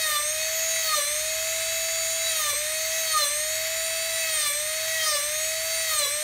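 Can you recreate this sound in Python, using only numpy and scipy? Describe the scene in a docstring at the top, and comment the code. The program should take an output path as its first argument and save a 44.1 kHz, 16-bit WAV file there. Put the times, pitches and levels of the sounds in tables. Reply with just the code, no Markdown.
"""Rotary burr on wood

A flex-shaft tool spins a ball burr at about 39000 rpm in a workshop. Seven times it is pressed into
turned wood: drag slows the shaft, the burr chatters and rasps, and the speed recovers. Shaft harmonics
and inharmonic bearing tones whine over the rush of the cable and the motor's air; the room hums faintly."""
import sys
import numpy as np
from scipy import signal
from scipy.fft import rfft, irfft, next_fast_len
from scipy.io import wavfile
from scipy.ndimage import map_coordinates

SR = 44100
rng = np.random.default_rng(int(sys.argv[2]) if len(sys.argv) > 2 else 0)


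def output_pcm(signal):
    """Save a mono or channel-first signal as 16-bit PCM at the path in sys.argv[1].

    Samples are clipped to [-1, 1] before scaling.
    """
    pcm = np.clip(np.atleast_2d(signal).T, -1, 1) * 32767
    wavfile.write(sys.argv[1], SR, np.round(pcm).astype(np.int16))


N = 274743
TIME = np.arange(N) / SR

# Presses into the wood; drag is the steady loss of speed, and a rise power under 1 is abrupt.
# touch_s, lift_s, peak_drag_hz, rise_power, chatter_db, rebound_db
PRESSES = [(0.005, 0.163, 101.9, 0.15, 5.5, -2), (0.735, 0.996, 156.9, 1.42, 10.5, 11.5),
           (2.279, 2.489, 137.8, 0.7, 5.5, 6), (2.955, 3.234, 154.1, 1.55, 14.5, 9),
           (4.153, 4.476, 136.7, 1.31, -3, 0), (4.899, 5.159, 152.9, 1.38, 6, 10.5),
           (5.779, 6.029, 169.1, 1.19, 3.5, 12)]
FREE_HZ, START_HZ, FULL_DRAG_HZ = 652.5, 639, 110


def shaft(inertia_s=0.1718, release_s=0.038):
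    """Rotational inertia: speed follows drag with a first-order lag. Load is 0 in air, 1 in a full cut."""
    drag = np.zeros(N)
    for touch_s, lift_s, peak_hz, power, *_ in PRESSES:
        rise = np.clip((TIME - touch_s) / (lift_s - touch_s), 0, 1) ** power
        drag += peak_hz * rise * np.exp(-np.maximum(TIME - lift_s, 0) / release_s)
    pole = np.exp(-1 / (SR * inertia_s))
    speed = FREE_HZ - signal.lfilter([1 - pole], [1, -pole], drag, zi=[FREE_HZ - START_HZ])[0]
    flutter = 0.28 * wobble(60) + 0.201 * wobble(7)  # the cable winds and unwinds slightly
    angle = 2 * np.pi * np.cumsum(speed + flutter) / SR
    return speed, angle, np.clip(drag / FULL_DRAG_HZ, 0, 1)


# Skips of the burr around each lift: offset_s
SKIPS = [-0.051, .016, 0.0595]


def burr(speed, angle, load, air_db=-36.5, pinned_db=-5.5, skip_db=-10):
    """Rotating imbalance: the off-centre burr drones; wood pins it, and it rebounds and skips on lifting."""
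    db = air_db + 35 * np.log10(speed / FREE_HZ) + pinned_db * load
    for _, lift_s, *_, rebound_db in PRESSES:
        db += rebound_db * bump(lift_s, 0.032)
        db += skip_db * sum(bump(lift_s + offset_s, 0.0082) for offset_s in SKIPS)
    bounce = 1 + load * 0.42 * wobble(65)
    slip = load * 0.46 * wobble(60)
    return amp(db + 0.22 * wobble(5.1)) * bounce * tone(angle + slip)


# Shaft harmonics; an order is a multiple of the speed, and the seventh comes from the fan's blades.
# order, relative_level_db, cut_gain_db, graze_gain_db
HARMONICS = [(2, -54.5, 10.5, -1), (3, -44, 8, 3.5), (4, -48, 0, 2), (5, -55.5, 13.5, 2),
             (6, -43.5, 6.5, 5), (7, -38.0, 5, -0.3), (8, -51.5, 8.5, 5), (9, -49, 3.4, 5.4),
             (10, -42, 1.5, 1.5), (11, -51.5, 6, 3), (14, -45.7, 0.5, 2.5), (15, -59.5, 7.6, 3),
             (16, -57, 6, 2.0), (20, -55, -3.6, 2.3), (21, -54.2, 3, 4), (22, -60, 0, 1)]
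# Squeals, swells and fades of single harmonics: centre_s, order, gain_db, half_length_s
FLARES = [(0.181, 6, 8, 0.027), (0.185, 2, 10, 0.044), (0.6, 14, -6, 0.14), (0.684, 10, 8, 0.29),
          (0.92, 7, 6.5, 0.037), (1.762, 14, -8, 0.15), (1.833, 3, -23, 0.41), (2.264, 6, 9.5, 0.038),
          (2.52, 4, 3, 0.044), (3.02, 10, 7, 0.21), (3.1, 5, 9, 0.033), (3.204, 7, 5.5, 0.038),
          (3.725, 20, 6, 0.31), (3.86, 10, -12, 0.38), (4.253, 4, 9.5, 0.048), (4.35, 14, 6.5, 0.05),
          (4.42, 10, 7, 0.042), (4.49, 16, 8, 0.05), (4.5, 4, 6.5, 0.051), (4.992, 3, 13, 0.052),
          (5.021, 5, 13, 0.038), (5.067, 8, 9.5, 0.08), (5.076, 10, 12, 0.033), (5.089, 15, 8, 0.07),
          (5.116, 9, 12.5, 0.07)]


def harmonics(speed, angle, load, base_db=-1.1):
    """Periodic forcing: whole multiples of the speed sound, most rising as the teeth graze and cut."""
    graze = sum(bump(touch_s + 0.022, 0.048) for touch_s, *_ in PRESSES)
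    # Shortly before each lift the burr chatters twice a turn.
    chatter = [(lift_s - 0.07, 2, db, 0.035) for _, lift_s, _, _, db, _ in PRESSES]
    flares = [*FLARES, *chatter]
    out = np.zeros(N)
    for order, free_db, cut_db, graze_db in HARMONICS:
        flare_db = sum(db * bump(centre_s, half_s) for centre_s, k, db, half_s in flares if k == order)
        level_db = base_db + free_db + cut_db * load + graze_db * graze + flare_db
        out += partial(order, level_db, speed, angle, load)
    return out


# Resonances of the handpiece: centre_hz, width_hz, gain_db
HANDPIECE_MODES = [(1190, 160, 7.3), (2334, 54, 6.5), (2559, 140, 6.5), (3220, 78, 7.5), (4250, 184, -7),
                   (4456, 54, 2), (6250, 118, -4), (8310, 1770, 15), (8970, 280, -7), (9410, 210, 5.5)]


def partial(order, db, speed, angle, load, flicker_db=1.4):
    """Forced resonance: a tone swells and dips as it glides through the handpiece's response."""
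    level_db = db + resonance_db(HANDPIECE_MODES, order * speed) + flicker_db * wobble(14)
    ragged_db = load * (2.5 * wobble(75) + 1.3 * wobble(35))
    jitter = 0.034 * order * wobble(140)  # shaft jitter blurs the high orders most
    return amp(level_db + ragged_db) * tone(order * angle + jitter)


# Envelope of the bearing's leading tone: time_s, level_db
WHINE_LEVELS = [(0, -39), (.18, -50), (.28, -34), (.46, -38), (.68, -31), (.92, -43), (1.2, -35),
                (1.75, -36.5), (1.95, -31), (2.27, -33.5), (2.75, -41), (3.3, -38), (3.48, -35.5),
                (4.7, -43.5), (5.2, -42), (5.38, -33.5), (5.8, -48), (5.96, -38), (6.22, -46)]


def bearing_whine(angle, order=10.578):
    """Rolling contact: the bearing sings unevenly at a non-integer multiple of the speed."""
    db = np.interp(TIME, *np.transpose(WHINE_LEVELS))
    return amp(db + 0.86 * wobble(9) + 0.37 * wobble(35)) * tone(order * angle + 0.085 * wobble(90))


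# Further tones of the bearing balls: order
BALL_ORDERS = [5.078, 5.906, 11.406, 12.578, 16.07, 16.898, 21.57, 22.398, 22.812]
# Strength of each of those tones: relative_level_db
BALL_LEVELS = [-53.5, -49, -52, -58, -51.5, -49.5, -48, -49, -50]


def bearing_rattle(speed, angle, load, flaw_tones=20):
    """Inharmonic vibration: the balls ring, and flaws in the races scatter fleeting tones among them."""
    balls = sum(partial(order, db - 2.5, speed, angle, load, flicker_db=3.5)
                for order, db in zip(BALL_ORDERS, BALL_LEVELS))
    flaws = sum(amp(-59 + 5 * wobble(11)) * tone(order * angle)
                for order in rng.uniform(9, 23, flaw_tones))
    return balls + flaws


# Spectrum of the cable and cooling air: frequency_hz, relative_density_db
RUSH_SPECTRUM = [(250, -25.5), (600, -19), (900, -10), (1400, -5.5), (1900, -4.5), (3100, -5), (4900, -5.5),
                 (6000, 1.5), (7600, -2), (8900, 0), (10300, -10), (12000, -6), (14000, -7), (15700, -12.5)]
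# Resonances of the cable's sheath: centre_hz, width_hz, gain_db
SHEATH_MODES = [(1744, 130, 6.5), (2110, 380, 12), (2560, 180, 5.5), (3440, 640, 4.5), (3994, 380, 8),
                (5800, 510, 0.5), (6500, 500, -0.5)]


def cable_and_air(speed, angle):
    """Friction and flow noise: both grow with speed, and the cable rubs its sheath harder once a turn."""
    db = -31.5 + 45 * np.log10(speed / speed.max()) + 0.34 * wobble(7.4) + 0.79 * wobble(250)
    return amp(db) * noise(RUSH_SPECTRUM, SHEATH_MODES) * unit(1 + 0.25 * np.sin(angle))


# Spectrum of the cut: frequency_hz, relative_density_db
RASP_SPECTRUM = [(300, -20), (1000, -10.5), (2200, -16), (3900, -0.5), (5000, -12), (6200, -0.5),
                 (7600, -1.5), (8600, -8), (9500, -1.5), (10600, -13), (13200, -4), (15700, -6)]


def rasp(angle, load, full_cut_db=-33):
    """Amplitude-modulated noise: the teeth tear off fibres once a turn, in uneven bites."""
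    tearing = noise(RASP_SPECTRUM)
    bites = unit(amp(3.3 * np.sin(angle) + 0.95 * wobble(400) + 2.8 * wobble(50)))
    return amp(full_cut_db) * load * tearing * bites


# Tones of the teeth entering the wood: order
TOOTH_ORDERS = [22, 23, 24]


def whistles(speed, angle, load, delay_s=0.12):
    """Pitch follows rotation: the teeth whistle briefly on entry, falling as the shaft slows."""
    entry = sum(bump(touch_s + delay_s, 0.064) for touch_s, *_ in PRESSES)
    return entry * sum(partial(order, -47, speed, angle, load, flicker_db=3) for order in TOOTH_ORDERS)


# Catches of the burr in the grain: start_s, level_db
CATCHES = [(1.005, -45), (2.529, -36.5), (6.058, -33)]
# Modes of the wooden piece: pitch_hz, relative_level_db, t60_s
WOOD_MODES = [(480.3, -6.5, 0.13), (539, 1.5, 0.1), (1098, 3, 0.084)]


def knocks(attack_s=0.004):
    """Damped free vibration: each catch jolts the wood, whose modes decay exponentially."""
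    out = np.zeros(N)
    for start_s, level_db in CATCHES:
        age = np.maximum(TIME - start_s, 0)
        ring = sum(amp(db - 60 * age / t60) * tone(2 * np.pi * hz * age) for hz, db, t60 in WOOD_MODES)
        out += amp(level_db) * ring * (1 - np.exp(-age / attack_s))
    return out


def walls(sound, t60_s=0.22, gap_s=0.004, low_cut_hz=1100):
    """Reverberation: a short diffuse tail of reflections smears the gliding partials."""
    t = np.arange(SR // 3) / SR
    tail = rng.standard_normal(len(t)) * amp(-60 * t / t60_s) * (t > gap_s)
    treble = filtered(sound, lambda hz: hz ** 2 / (hz ** 2 + low_cut_hz ** 2))
    return signal.fftconvolve(treble, tail / np.linalg.norm(tail))[:N]


# Tones of the room's hum: pitch_hz, level_db
HUM_TONES = [(56.5, -65), (102, -62), (175, -72)]
# Spectrum of the room's rumble: frequency_hz, relative_density_db
RUMBLE_SPECTRUM = [(20, -29), (38, -26), (50, 2), (60, -8.5), (78, -4.5), (100, -6.5), (135, -16.5),
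                   (220, -25.5), (400, -21.5), (1000, -46)]


def workshop(rumble_db=-59):
    """Ambient noise floor: wavering hum tones stand over a low continuous spectrum."""
    hum = sum(amp(db + wobble(6.5)) * tone(2 * np.pi * hz * TIME + 0.57 * wobble(8))
              for hz, db in HUM_TONES)
    return hum + amp(rumble_db) * noise(RUMBLE_SPECTRUM)


def amp(db):
    """Decibels as an amplitude ratio."""
    return 10 ** (np.asarray(db) / 20)


def unit(x):
    """Normalisation to rms 1."""
    return x / np.sqrt(np.mean(x ** 2) + 1e-20)


def tone(phase):
    """A sinusoid of rms 1 with a random starting phase."""
    return np.sqrt(2) * np.sin(phase + rng.uniform(0, 2 * np.pi))


def bump(centre_s, half_s):
    """A Gaussian swell from 0 to 1 and back."""
    return np.exp(-((TIME - centre_s) / half_s) ** 2)


def wobble(rate_hz):
    """Smooth random modulation: a spline through rate_hz random values a second."""
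    return map_coordinates(rng.standard_normal(int(N * rate_hz / SR) + 4), [TIME * rate_hz])


def filtered(x, response):
    """Zero-phase filtering: the spectrum times a frequency response."""
    size = next_fast_len(N + 8192)
    return irfft(rfft(x, size) * response(np.fft.rfftfreq(size, 1 / SR)), size)[..., :N]


def resonance_db(modes, hz):
    """The summed gain of Lorentzian peaks and dips."""
    return sum(db / (1 + (2 * (hz - centre) / width) ** 2) for centre, width, db in modes)


def noise(spectrum, modes=()):
    """Source and filter: white noise shaped by a broad spectrum and resonances, at rms 1."""
    knots_hz, knots_db = np.transpose(spectrum)

    def response(hz):
        return amp(np.interp(np.log(hz + 1), np.log(knots_hz), knots_db) + resonance_db(modes, hz))

    return unit(filtered(rng.standard_normal(N), response))


def scene():
    """Superposition: tool, reflections and room add, alike in both channels."""
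    speed, angle, load = shaft()
    tool = burr(speed, angle, load) + bearing_whine(angle) + harmonics(speed, angle, load)
    tool += bearing_rattle(speed, angle, load) + cable_and_air(speed, angle)
    tool += rasp(angle, load) + whistles(speed, angle, load) + knocks()
    mix = tool + amp(-10.5) * walls(tool) + workshop()
    return np.array([mix, mix])


def record(dry, cutoff_hz=15750):
    """Band limiting: an ideal low-pass filter removes the highest treble."""
    return filtered(dry, lambda hz: hz < cutoff_hz)


dry = scene()
out = record(dry)
output_pcm(out)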